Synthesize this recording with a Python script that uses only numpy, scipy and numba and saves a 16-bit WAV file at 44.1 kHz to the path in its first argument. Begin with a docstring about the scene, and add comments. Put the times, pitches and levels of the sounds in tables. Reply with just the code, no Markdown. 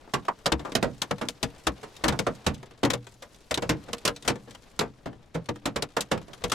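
"""Hailstones strike the roof, bonnet and glass of a car, heard inside the cabin over rain and small pellets.
Each stone rings a dense, new set of damped panel modes; treble dies first, the boom and shell hum last.
Ice shards and skipping fragments add short bright modes; heavy blows flex the roof with a low thump.
Rain is filtered noise. Gain control flattens the loud blows and ducks the patter."""
import sys
import numpy as np
from scipy import signal
from scipy.fft import rfft, irfft, next_fast_len
from scipy.io import wavfile
from scipy.ndimage import uniform_filter1d
from numba import njit

SR = 44100
rng = np.random.default_rng(int(sys.argv[2]) if len(sys.argv) > 2 else 0)


def pcm_store(signal):
    """Save signal as 16-bit PCM."""
    levels = np.round(np.clip(np.atleast_2d(signal), -1, 1) * 32767)
    wavfile.write(sys.argv[1], SR, levels.astype(np.int16).T)


N = 288499
TOP_HZ = 16600  # limit of the panel modes and of the output band

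# hailstones: (time [s], strength [dB], panel note [Hz], boom re strength [dB], crack re strength [dB],
# left-right difference [dB], ring length [1 = usual])
HAILSTONES = [(0.136, -16, 1126, -15.5, -8, -2.5, 1.04), (0.282, -7, 950, -38, -25, -1, 0.7),
              (0.458, -9.5, 560, -26.5, -9, 0, 0.87), (0.4622, -19, 4900, -13, 2.5, -2, 0.52),
              (0.519, -7.5, 302, -18.5, -11.5, 5.5, 0.74), (0.592, -34.5, 318, -10, -14, 2.5, 1.3),
              (0.648, -26.5, 350, -28, -21, 4, 1.8), (0.718, -32, 288, -12.5, -7.5, 2, 0.75),
              (0.751, -12, 656, -14.5, -2.5, -5.5, 0.9), (0.826, -12, 575, -12, -13, -4.5, 1.09),
              (1.017, -22.5, 920, -26, 1.5, 3, 0.84), (1.109, -12.5, 177, -16.5, -15, 1.5, 0.63),
              (1.212, -22, 260, -16.5, -15, -1.5, 1.23), (1.286, -28.5, 620, -17, 6.5, 4, 0.47),
              (1.428, -18, 218, -14, -3.5, 4.5, 0.83), (1.668, -8, 306, -22, -8.5, 2.5, 0.75),
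              (1.829, -33, 416, -21, -12.5, 0, 1.4), (2.038, -10.5, 306, -22.5, -13, 3.5, 1.34),
              (2.081, -10, 195, -17.5, -6.5, 3.5, 0.89), (2.122, -21, 139, -19, -17.5, -5.5, 1.1),
              (2.19, -17.5, 504, -13, -4.5, 4, 0.69), (2.266, -11.5, 557, -17.5, -18.5, -1.5, 0.94),
              (2.464, -13, 171, -11, -8, -2, 1.11), (2.831, -9.5, 270, -9.5, -16, 0, 0.8),
              (2.848, -9, 283, -17, -10.5, 3, 0.85), (2.901, -14.5, 179, -23, -2.5, 5, 0.67),
              (2.933, -18.5, 520, -17.5, -4.5, 3.5, 0.72), (3.221, -36.5, 570, -27, -5, 1, 1.15),
              (3.509, -19, 600, -19, -4, 2, 0.78), (3.542, -24.5, 3700, -30, 4.5, 0.5, 0.68),
              (3.574, -17.5, 317, -16.5, -10.5, 0.5, 0.57), (3.621, -22.5, 540, -12, -12.5, 0.5, 1.12),
              (3.692, -14, 304, -11.5, -7, 0.5, 1.15), (3.883, -34, 706, -7.5, -16.5, 2.5, 0.81),
              (3.93, -24, 1110, -17.5, -1, -0.5, 0.62), (4.051, -16, 1070, -14.5, 1, -2, 0.83),
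              (4.075, -12, 550, -20, -7, 2, 0.82), (4.246, -39.5, 85, -12, -10, 3, 3.7),
              (4.277, -11, 256, -22.5, -2, 3.5, 1.01), (4.3, -14.5, 320, -12, -11.5, -1.5, 0.56),
              (4.474, -46, 1720, -6.5, -18, 4, 1.7), (4.548, -36, 2960, -31, -6, 5, 0.52),
              (4.791, -16, 870, -14, -3, -3.5, 0.61), (4.807, -15, 443, -22.5, -14, 2.5, 1.16),
              (5.057, -29, 286, -7.5, -17.5, 0.5, 1.16), (5.343, -40, 398, -12, -5.5, -2, 1.3),
              (5.349, -25.5, 490, -9, -17, -2.5, 1.13), (5.487, -20, 333, -10.5, -15, 2.0, 0.75),
              (5.655, -18.5, 287, -16.5, -6.5, -0.5, 1.07), (5.759, -19.5, 520, -17.5, -9, -2.5, 1.04),
              (5.822, -22.5, 397, -20, -1.5, 3, 0.74), (5.966, -13, 487, -24.5, -11, -1.5, 0.97),
              (6.007, -31, 315, -33, 10, 3, 0.78), (6.114, -14, 510, -12.5, -11, -2.5, 1.17),
              (6.28, -45, 615, -8.5, -19, -7, 1.55), (6.332, -38, 3400, -29, -4, 5, 0.78),
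              (6.417, -36, 312, -20, -15, 3, 0.46), (6.438, -19, 456, -12, -7.5, 1.5, 0.81),
              (6.517, -18.5, 1210, -19, -1.5, 4, 1.06)]
# likeness of left and right: (frequency [Hz], likeness [0-1])
LIKENESS = [(60, .97), (200, .72), (550, .6), (9500, .68), (12000, .99)]


def amp(db):
    """Amplitude ratio of a level in dB."""
    return 10 ** (np.asarray(db) / 20)


def along(points, hz):
    """(Hz, value) points interpolated on a log frequency axis."""
    f, v = np.transpose(points)
    return np.interp(np.log(hz + 1), np.log(f + 1), v)


def filtered(x, response):
    """Multiplies the spectrum of x by a response of frequency, padded against wrap-around."""
    m = next_fast_len(N + 8192)
    return irfft(rfft(x, m) * response(np.fft.rfftfreq(m, 1 / SR)), m)[..., :N]


def spread_rad(hz):
    """Mid-side mixing angle that gives the left-right likeness at each frequency."""
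    return np.arccos(np.clip(along(LIKENESS, hz), -1, 1)) / 2


def to_samples(s):
    """Times in seconds as the nearest sample indices."""
    return np.round(s * SR).astype(np.int64)


def mode_step(hz, t60_s):
    """Complex step of one sample: rotation at hz, decay by 60 dB in t60_s."""
    return np.exp((2j * np.pi * hz - np.log(1000) / t60_s) / SR)


@njit
def add(out, start, length, turn, rise, left, right):
    """Adds damped modes; turn is the complex step of one sample, rise the fade-in step."""
    for k in range(len(start)):
        z, gap = 1 + 0j, 1.0
        for i in range(start[k], min(start[k] + length[k], out.shape[1])):
            z *= turn[k]
            gap *= rise[k]
            out[0, i] += (1 - gap) * (z * left[k]).real
            out[1, i] += (1 - gap) * (z * right[k]).real


def panels(blows, rise_s, note_db, count):
    """Rings count damped panel modes per blow, at new pitches and strengths: every stone lands elsewhere."""
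    # centres of boom, knock, clank, crack, snap: (frequency [Hz])
    part_centres_hz = [110, 370, 1250, 3600, 8500]
    # panel damping at ring length 1: (frequency [Hz], t60 [s])
    damping = [(50, 0.23), (150, 0.24), (400, 0.14), (1100, 0.11), (3000, 0.089), (9000, 0.058)]
    # colour of the cabin: (frequency [Hz], gain [dB])
    cabin_colour = [(70, -14.5), (120, -2), (490, 4), (3300, 0), (3770, 0), (4200, -1.5), (7500, -1),
                    (12500, -11.5), (16000, -24)]

    blows = np.asarray(blows, float)
    s, note_hz, parts_db, pan_db, ring_length = np.split(blows, [1, 2, 7, 8], axis=1)
    jitter = rng.random((len(blows), count))
    a, b, c, d = np.moveaxis(rng.standard_normal((len(blows), count, 4)), -1, 0)
    hz = 40 + (TOP_HZ - 40) * ((np.arange(count) + jitter) / count) ** 2

    level_db = np.array([along(np.c_[part_centres_hz, p], f) for p, f in zip(parts_db, hz)])
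    level_db += note_db * np.exp(-(np.log(hz / note_hz) / 0.13) ** 2)  # the struck panel favours one note
    modes_sharing = count * np.sqrt(hz / TOP_HZ) / 2  # neighbouring modes share the level of a part
    size = amp(level_db + along(cabin_colour, hz)) / np.sqrt(modes_sharing)
    t60_s = np.clip(ring_length * along(damping, hz), .005, 1)
    rise = np.exp(-1 / ((rise_s + 0.42 / hz) * SR))  # low modes build up slower

    angle = spread_rad(hz)
    mid = np.cos(angle) * (a + 1j * b)
    side = np.sin(angle) * (c + 1j * d)
    left = size * amp(pan_db / 2) * (mid + side)
    right = size * amp(-pan_db / 2) * (mid - side)
    out = np.zeros((2, N))
    add(out, to_samples(s).repeat(count), (t60_s * SR).astype(np.int64).ravel(),
        mode_step(hz, t60_s).ravel(), rise.ravel(), left.ravel(), right.ravel())
    return out


def rain_db(s):
    """Patter and hiss levels at time s."""
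    # rain: (time [s], patter on the body [dB], hiss on the glass [dB])
    rain_levels = [(0, -57.5, -68.5), (1, -58.5, -65.5), (2.35, -53.5, -62.5), (2.75, -60.5, -73.5),
                   (3.3, -63.5, -66.5), (3.85, -55.5, -64.5), (4.65, -60.5, -67), (5.2, -63, -75.5),
                   (5.9, -61, -73), (6.54, -58, -64)]
    when, *levels = np.transpose(rain_levels)
    return [np.interp(s, when, db) for db in levels]


def rain():
    """Drops patter on the body and hiss on the glass, over a low road rumble: flickering noise in three bands."""
    # spectral slope of rain and road: (frequency [Hz], relative density [dB per Hz])
    slope = [(50, 14.5), (500, 2.5), (3800, -15.5), (10000, -33.5), (12500, -37), (14500, -50)]
    # edges of rumble, patter, hiss: (frequency [Hz])
    band_edges_hz = [1, 350, 4700, SR]

    z = signal.stft(rng.standard_normal((2, N)), nperseg=256)[2]
    flicker = uniform_filter1d(rng.standard_normal(z.shape[1:]), size=30, axis=0)
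    flicker = uniform_filter1d(flicker, size=5, axis=1)
    flicker_db = 2 * flicker / flicker.std()
    noise = signal.istft(z * amp(flicker_db), nperseg=256)[1][:, :N]

    patter_db, hiss_db = rain_db(np.arange(N) / SR)
    out = np.zeros((2, N))
    for low_hz, high_hz, db in zip(band_edges_hz, band_edges_hz[1:], [-58, patter_db, hiss_db]):
        def mid_side_response(hz):
            low_pass = 1 / (1 + (hz / high_hz) ** 4)
            high_pass = 1 / (1 + (low_hz / (hz + 1)) ** 4)
            angle = spread_rad(hz)
            return amp(along(slope, hz)) * low_pass * high_pass * np.array([np.cos(angle), np.sin(angle)])
        mid, side = filtered(noise, mid_side_response)
        out += amp(db) * np.array([mid + side, mid - side]) / np.hypot(mid.std(), side.std())
    return out * amp([[1.2], [-1.2]])  # slightly left


def pellets(count=420):
    """Small stones and big drops: short ticks of panel modes, each on its own glass note; most barely top the rain."""
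    # pellets heard singly: (time [s], level [dB], knock re level [dB])
    single_pellets = [(.076, -64.5, 25), (.251, -44, 3), (1.182, -41, 3), (1.965, -37.5, -19),
                      (2.544, -35.5, -18), (2.629, -43.5, 8), (2.71, -50, 4), (3.068, -40.5, 1),
                      (3.345, -47, -8), (3.982, -38, -15), (4.162, -33.5, -11), (4.224, -38, -13),
                      (4.356, -43, 11), (4.508, -40, -8), (5.129, -56, 16), (5.458, -47, -5),
                      (5.558, -45.5, 9), (6.176, -39.5, 8), (6.215, -49, 5), (6.498, -31.5, -5)]

    when, size, tilt, side, note = rng.random((count, 5)).T
    s = when * N / SR
    patter_db, hiss_db = rain_db(s) + 9 * size ** 2
    dull_db = 14 * (tilt - .5)
    low_db = patter_db - 15.5 + dull_db
    many = np.c_[s, 1500 + 4000 * note, low_db, low_db, low_db, patter_db - 5, hiss_db + 4 - dull_db,
                 10 * side - 2, .1 + .7 * size]

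    s, db, knock_db = np.transpose(single_pellets)
    side, note = rng.random((len(s), 2)).T
    low_db = db + knock_db - 8
    single = np.c_[s, 3000 + 1400 * note, low_db - 12, low_db, low_db - 1.5, db - 4, db - 3.5,
                   6 * side, np.full(len(s), .75)]
    return panels(np.vstack([many, single]), rise_s=0.00027, note_db=3, count=100)


def stone_rows():
    """Blow rows for panels(): five part levels per stone from its strength, boom and crack."""
    # boom, knock, clank, crack, snap of every stone: (level re strength [dB])
    part_offsets_db = [7.5, -1, -6, 3.5, 6]
    # how far each part follows the boom column: (factor [dB per dB])
    boom_reach = [1, 0.46, -0.06, 0.21, 0.094]
    # how far each part follows the crack column: (factor [dB per dB])
    crack_reach = [0.12, 0, 0.051, 0.9, 1.145]

    s, db, note_hz, boom_db, crack_db, pan_db, ring_length = np.array(HAILSTONES, float).T[..., None]
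    parts_db = db + part_offsets_db + boom_db * boom_reach + crack_db * crack_reach
    return np.hstack([s, note_hz, parts_db, pan_db, ring_length])


def stones():
    """Each hailstone excites a dense set of damped modes in the panel it strikes."""
    return panels(stone_rows(), rise_s=0.0031, note_db=7.0, count=330)


def shell_hum():
    """Every stone hums the whole shell on the same low modes, each as its (random) landing spot allows."""
    # shell modes: (nominal frequency [Hz], level re boom [dB], t60 [s])
    shell_modes = [(123.7, -18.5, 0.56), (208.2, -22, 0.52), (286.5, -17.5, 0.34), (474, -4.5, 0.18)]

    rows = stone_rows()
    hz, db, t60_s = np.transpose(shell_modes)
    a, b, c = np.moveaxis(rng.standard_normal((len(rows), len(hz), 3)), -1, 0)
    boom_db = rows[:, [2]]
    size = (amp(boom_db + db) * amp(3 * a) * np.exp(2j * b)).ravel()  # random level and phase
    detuned_hz = hz * (1 + 0.017 * c)
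    out = np.zeros((2, N))
    add(out, to_samples(rows[:, 0]).repeat(len(hz)), np.tile(t60_s * SR, len(rows)).astype(np.int64),
        mode_step(detuned_hz, t60_s).ravel(), np.tile(np.exp(-hz / (1.5 * SR)), len(rows)), size, size)
    return out


def shards():
    """Shattering ice: a dry, bright crack follows each blow; the higher its crack, the sooner, louder, shorter."""
    rows = stone_rows()
    late, size = rng.random((len(rows), 2)).T
    crack_db = np.array(HAILSTONES)[:, 4]
    soft = np.clip(0.5 - 0.06 * crack_db, 0, 1)
    rows[:, 0] += 0.0049 * late * soft
    rows[:, 2:7] += np.array([-36, -6.0, -21, 8.0, -4.0]) + (8 * size - 6 * soft)[:, None]
    rows[:, 8] = 0.16 + 0.24 * soft
    return panels(rows, rise_s=0.00066, note_db=10.5, count=100)


def fragments(count=3):
    """Pieces of each stone skip and land again within moments: thin clicks that roughen the blow."""
    skip_s, skip_loss_db = 0.022, 12  # latest landing, and the loss by then
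    rows = stone_rows().repeat(count, axis=0)
    late, size = rng.random((len(rows), 2)).T
    rows[:, 0] += skip_s * late
    rows[:, 2:7] += np.array([-40, -11, -1.5, 4.5, 0]) - (skip_loss_db * late + 8 * size)[:, None]
    rows[:, 8] = 0.078
    return panels(rows, rise_s=0.00019, note_db=7, count=60)


def thumps():
    """Under heavy blows the roof gives way and swings back a few times: one damped low mode, slow to start."""
    # roof thumps: (time [s], pitch [Hz], level before the common offset [dB])
    roof_thumps = [(0.523, 66.4, -31), (1.428, 62, -50), (1.669, 59.5, -38), (2.04, 54, -37),
                   (2.085, 73.6, -38), (2.464, 80, -34), (3.508, 66.4, -47.5), (3.691, 118, -46),
                   (4.27, 66.6, -42), (5.351, 165, -37.5), (5.759, 60, -49), (6.42, 70.4, -55)]
    rise_s, t60_s, offset_db = 0.014, .16, 20

    s, hz, db = np.transpose(roof_thumps)
    size = -1j * amp(db + offset_db)  # starts at zero displacement
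    out = np.zeros((2, N))
    add(out, to_samples(s), np.full(len(s), int(t60_s * SR)), mode_step(hz, t60_s),
        np.full(len(s), np.exp(-1 / (rise_s * SR))), size, size)
    return out


def scene():
    """Rain, pellets, stones, shell hum, shards, fragments and roof thumps sum at both microphone ports."""
    return rain() + pellets() + stones() + shell_hum() + shards() + fragments() + thumps()


@njit
def follow(level, attack, release):
    """A peak detector that charges fast and drains slowly."""
    out, held = np.empty_like(level), 0.0
    for i in range(len(level)):
        held += (attack if level[i] > held else release) * (level[i] - held)
        out[i] = held
    return out


def record(dry):
    """Gain control turns down what passes the knee, the input stage rounds peaks off, a band limit cuts the top."""
    attack_s, release_s, knee_db, clip = .0005, 0.031, -17, .42
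    held = follow(np.abs(dry).max(axis=0), 1 / (attack_s * SR), 1 / (release_s * SR))
    gain = (1 + (held / amp(knee_db)) ** 2) ** -.3
    levelled = dry * gain
    rounded = levelled / (1 + (levelled / clip) ** 4) ** (1 / 4)
    return filtered(rounded, lambda hz: hz < TOP_HZ)


dry = scene()
out = record(dry)
pcm_store(out)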